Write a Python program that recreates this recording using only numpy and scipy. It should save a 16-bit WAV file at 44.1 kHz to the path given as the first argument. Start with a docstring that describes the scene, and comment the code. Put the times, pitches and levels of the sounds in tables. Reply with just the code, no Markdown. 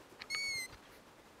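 """An open field, where a young owl on a fence post gives one thin squeak that arches and sags in pitch.
Its voice is a periodic vibration, heard as a harmonic series, which frays as it stops.
Close by, two sharp clicks and a few ticks ring in damped modes, among soft rustles and low bumps of air.
A light scuff, a faint distant peep and a brief hiss follow the call.
A light wind murmurs throughout, and the field reflects the squeak as a faint echo and tail."""
import sys
import numpy as np
from scipy import signal
from scipy.fft import rfft, irfft
from scipy.io import wavfile

SR = 44100
rng = np.random.default_rng(int(sys.argv[2]) if len(sys.argv) > 2 else 0)


def waveform_to_disk(signal):
    """Save audio, clipped to [-1, 1], as 16-bit WAV at the path in sys.argv[1]."""
    frames = np.transpose(np.atleast_2d(signal))
    scaled = np.clip(frames, -1, 1) * 32767
    samples = np.round(scaled).astype(np.int16)
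    wavfile.write(sys.argv[1], SR, samples)


N = 61739
T = np.arange(N) / SR

# relative spectral density of the wind: frequency_hz, level_db
WIND_SPECTRUM = [(15, -26), (28, -9.5), (60, -8), (195, -5.5), (280, -2), (380, -4), (537, -3), (680, -8.5),
                 (880, -7), (1250, -9), (1900, -14), (4000, -20), (8000, -26), (15500, -34)]
# strength of the wind: time_s, level_db
WIND_LEVEL = [(0, -58.5), (.3, -58), (.8, -59), (1.05, -59.5), (1.4, -60.5)]
# soft rustles: start_s, length_s, level_db, tilt_db_per_octave
RUSTLES = [(0.09, 0.044, -67, 10.5), (0.187, 0.054, -57, -7.5), (0.813, 0.083, -63.5, -2.5)]
# spectrum of a rustle before its tilt: frequency_hz, gain_db
RUSTLE_SPECTRUM = [(100, -57), (600, -9), (1500, 3), (2800, 0.5), (4700, -6), (7000, -13), (15000, -28.5)]
# bumps of air on the microphone: start_s, length_s, pitch_hz, level_db
BUMPS = [(.117, .02, 450, -48), (.352, .018, 135, -54), (.478, .026, 75, -52), (.547, .022, 112, -48),
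         (.58, .013, 390, -50), (.69, .025, 60, -56), (.722, .02, 110, -48), (.738, .028, 65, -50)]

# clicks and ticks: start_s, level_db, tilt_db_per_octave, low_edge_hz
CLICKS = [(0.198, -54, -9, 900), (0.2048, -50, 2, 1300), (0.2075, -41, -4, 900), (0.214, -42.5, 2.5, 1500),
          (0.2192, -29.5, 1.5, 1660), (0.2224, -44, 0, 1520), (0.2382, -50, -18, 800),
          (0.347, -25, -3, 1080), (0.3484, -41, -4, 1020), (.698, -55.5, -20, 700), (.745, -50, -8, 1100)]
# resonances of a click: frequency_hz, gain_db, t60_s
CLICK_MODES = [(1262, -13.5, 0.058), (1590, -12, 0.018), (1816, 8, 0.0041), (2330, -0.5, 0.0089),
               (2960, -14, 0.022), (4170, 3.5, 0.0059), (4640, -19, 0.0099), (5370, -17, 0.0089)]
# spectrum of the snap at contact: frequency_hz, gain_db
SNAP_SPECTRUM = [(1000, -9), (5000, 5.5), (15000, -16)]
# spectrum of the sound scattered after a click: frequency_hz, gain_db
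SCATTER_SPECTRUM = [(200, -4), (900, 0), (1700, 2), (4300, 2), (7000, -19), (15000, -44)]

# fundamental of the squeak: time_s, pitch_hz
SQUEAK_PITCH = [(.298, 2380), (.302, 2167), (.311, 2160), (.338, 2203), (.37, 2224), (.412, 2233),
                (.49, 2211), (.512, 2182), (.548, 2145), (.61, 2065), (.648, 2035), (.655, 2062)]
# strength of the squeak: time_s, level_db
SQUEAK_LEVEL = [(.3, -44.5), (.316, -39.2), (.335, -37.3), (.362, -39), (.43, -37.4), (.5, -37),
                (.53, -39.3), (.595, -38.7), (.655, -44)]
# overtone gains relative to the fundamental: time_s, second_harmonic_db, higher_harmonics_db
BRIGHTNESS = [(.3, 1.5, 2.5), (.32, -2.5, 0.5), (.345, -2, -1.5), (.365, -0.8, -1), (.42, -3, -3.5),
              (.5, -4, -1.5), (.55, -1.5, 1), (.595, -2, -1), (.608, -7, 2), (.655, -7, 1.5)]
# higher harmonics at high and at sagged pitch: multiple, high_db, sagged_db
OVERTONES = [(3, -9, -10.5), (4, -16, -10.5), (5, -22.5, -21.5), (6, -28, -17.5), (7, -42, -35)]
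# weak partials halfway between the harmonics: multiple, gain_db
HALF_HARMONICS = [(1.5, -35), (2.5, -21), (3.5, -35.5), (4.5, -31)]
# shared gain of those partials, which come and go: time_s, gain_db
HALF_GAIN = [(.312, 4), (.338, -1), (.368, -5), (.415, -3), (.437, -1), (.497, -2.5), (.521, -15),
             (.565, -0.5), (.635, 0)]
# reflection spectrum of the field: frequency_hz, gain_db
FIELD_SPECTRUM = [(500, -12), (2100, -32), (3900, -3), (4130, 1.5), (4380, -3), (6300, -2.5), (9000, -14)]

# a light scuff: start_s, length_s, level_db
SCUFF = (.72, .033, -55)
# thin resonances of the scuff: frequency_hz, gain_db
SCUFF_SPECTRUM = [(300, -14), (1400, 4.5), (3100, -6), (3600, 1), (4350, -9), (4700, 3.5), (5200, -13),
                  (5900, -5), (6600, -20), (15000, -27)]
# a distant peep: start_s, length_s, pitch_hz, level_db
PEEP = (.848, .018, 3250, -59)
# an airy hiss: start_s, length_s, level_db
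HISS = (.893, 0.11, -61.5)
# spectrum of the hiss: frequency_hz, gain_db
HISS_SPECTRUM = [(300, -10), (2100, 3.5), (3200, -10), (4300, -4), (8000, -23), (10300, -6), (12000, -16),
                 (13800, -6), (15000, -14)]


def amp(db):
    """Amplitude grows tenfold for every 20 decibels."""
    return 10 ** (np.asarray(db) / 20)


def unit(x):
    """Normalisation to an rms of one."""
    return x / np.sqrt(np.mean(x ** 2) + 1e-20)


def curve(rows):
    """Linear interpolation of each column of a time table."""
    times, *columns = np.transpose(rows)
    return [np.interp(T, times, column) for column in columns]


def add(mix, start_s, sound):
    """Superposition: a sound adds to the mix from its start time."""
    part = mix[max(round(start_s * SR), 0):][:len(sound)]
    part += sound[:len(part)]


def colour(x, spectrum, tilt_db=0):
    """Linear filtering: each frequency is weighted by a spectrum and a tilt per octave."""
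    hz = np.fft.rfftfreq(len(x), 1 / SR) + 1
    knots_hz, knots_db = np.transpose(spectrum)
    gain_db = np.interp(np.log(hz), np.log(knots_hz), knots_db)
    octaves = np.log2(np.maximum(hz, knots_hz[0]) / knots_hz[0])
    return irfft(rfft(x) * amp(gain_db + tilt_db * octaves), len(x))


def wander(rate_hz):
    """Low-passed noise: a smooth random fluctuation with an rms of one."""
    hz = np.fft.rfftfreq(N, 1 / SR)
    lowpass = np.exp(-(hz / rate_hz) ** 2) * (hz > 0)
    return unit(irfft(rfft(rng.standard_normal(N)) * lowpass, N))


def wind(flutter_db=1):
    """Wind murmurs as broadband noise, mostly low, under slight amplitude modulation."""
    murmur = unit(colour(rng.standard_normal(N), WIND_SPECTRUM))
    return murmur * amp(curve(WIND_LEVEL)[0] + flutter_db * wander(rate_hz=18.4))


def rustle(spectrum, length_s, level_db, tilt_db=0, taper=0.48):
    """Filtered noise under a smooth envelope; its spectrum makes it a rustle, a scuff or a hiss."""
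    noise = unit(colour(rng.standard_normal(N), spectrum, tilt_db))
    envelope = signal.windows.tukey(round(length_s * SR), taper)
    return amp(level_db) * envelope * noise[:len(envelope)]


def bump(length_s, pitch_hz, level_db):
    """Air on the microphone makes a brief pressure oscillation of uneven period."""
    envelope = np.hanning(round(length_s * SR))
    cycles = np.cumsum(pitch_hz * (1 + .2 * wander(rate_hz=167)[:len(envelope)])) / SR
    return amp(level_db) * envelope * np.sin(2 * np.pi * cycles)


def click(level_db, tilt_db, low_edge_hz, rise_s=0.001, scatter_t60_s=0.033, snap_t60_s=0.014):
    """A small hard impact excites damped modes, with a snap at contact and scattered sound after it."""
    t = np.arange(SR // 10) / SR
    ring = np.zeros(len(t))
    for k, (hz, gain_db, t60_s) in enumerate(CLICK_MODES):
        mode_db = gain_db + tilt_db * np.log2(hz / 2200) - 60 * t / t60_s
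        ring += (-1) ** k * amp(mode_db) * np.sin(2 * np.pi * hz * t)
    rise = np.sin(np.pi / 2 * np.minimum(t / rise_s, 1)) ** 2
    ring = signal.sosfilt(signal.butter(4, low_edge_hz, "high", fs=SR, output="sos"), ring * rise)
    scatter = unit(colour(rng.standard_normal(len(t)), SCATTER_SPECTRUM, tilt_db))
    scatter *= amp(-16 - 60 * t / scatter_t60_s)
    snap = colour(rng.standard_normal(len(t)), SNAP_SPECTRUM, tilt_db)
    snap *= amp(-20.5 - 60 * t / snap_t60_s)
    return amp(level_db) * (ring + rise * (scatter + snap))


def squeak():
    """The owl's nearly periodic voice gives a harmonic series, roughened by random modulation."""
    start_s, attack_s, fray_s, end_s, release_s = .2982, 0.006, .649, .667, 0.01
    high_hz, sagged_hz = 2147, 2097
    shimmer_db, flutter_db, rasp_db = 1.25, 3.5, -41
    pitch_hz = curve(SQUEAK_PITCH)[0]
    second_db, higher_db = curve(BRIGHTNESS)
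    sag = np.clip((high_hz - pitch_hz) / (high_hz - sagged_hz), 0, 1)
    jitter = np.where(T > fray_s, 0.0078, 0.0011) * wander(rate_hz=170)
    phase = 2 * np.pi * np.cumsum(pitch_hz * (1 + jitter)) / SR
    voice = np.sin(phase) + amp(second_db) * np.sin(2 * phase)
    for multiple, high_db, sagged_db in OVERTONES:
        overtone_db = high_db + (sagged_db - high_db) * sag + higher_db  # brighter as the pitch sags
        voice += amp(overtone_db + shimmer_db * wander(rate_hz=20)) * np.sin(multiple * phase)
    half_gain = amp(curve(HALF_GAIN)[0])
    for multiple, gain_db in HALF_HARMONICS:
        voice += half_gain * amp(gain_db + flutter_db * wander(rate_hz=110)) * np.sin(multiple * phase)
    voice *= 1 + amp(rasp_db) * wander(rate_hz=5300)
    gate = np.clip((T - start_s) / attack_s, 0, 1) * np.clip((end_s - T) / release_s, 0, 1)
    return voice * gate * amp(curve(SQUEAK_LEVEL)[0])


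def field(call, delay_s=.1, echo_db=-25, tail_db=-18.5, t60_s=0.76):
    """Reflection returns one far echo; scattering from grass and fence leaves a diffuse tail."""
    reflected = colour(call, FIELD_SPECTRUM)
    echo = np.interp(T - delay_s, T, reflected, left=0)
    response = rng.standard_normal(N) * amp(-60 * T / t60_s)
    tail = signal.fftconvolve(reflected, response / np.linalg.norm(response))[:N]
    return amp(echo_db) * echo + amp(tail_db) * tail


def peep(length_s, pitch_hz, level_db):
    """A short pure tone whose frequency glides slightly downward."""
    envelope = np.hanning(round(length_s * SR))
    glide_hz = pitch_hz * np.linspace(1.05, .95, len(envelope))
    return amp(level_db) * envelope * np.sin(2 * np.pi * np.cumsum(glide_hz) / SR)


def scene():
    """Superposition of the owl, its reflections, the small noises and the wind in one channel."""
    owl, noises = squeak(), np.zeros(N)
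    for start_s, *row in CLICKS:
        add(noises, start_s, click(*row))
    for start_s, *row in RUSTLES:
        add(noises, start_s, rustle(RUSTLE_SPECTRUM, *row))
    add(noises, SCUFF[0], rustle(SCUFF_SPECTRUM, *SCUFF[1:]))
    add(noises, HISS[0], rustle(HISS_SPECTRUM, *HISS[1:], taper=0.76))
    add(noises, PEEP[0], peep(*PEEP[1:]))
    for start_s, *row in BUMPS:
        add(noises, start_s, bump(*row))
    return (owl + field(owl) + noises + wind())[None]


def record(dry):
    """Band limiting: a low-pass filter removes the highest treble."""
    edge_hz = 15700
    lowpass = signal.firwin(511, edge_hz, window=("kaiser", 9), fs=SR)
    return signal.oaconvolve(dry, lowpass[None], "same")


dry = scene()
out = record(dry)
waveform_to_disk(out)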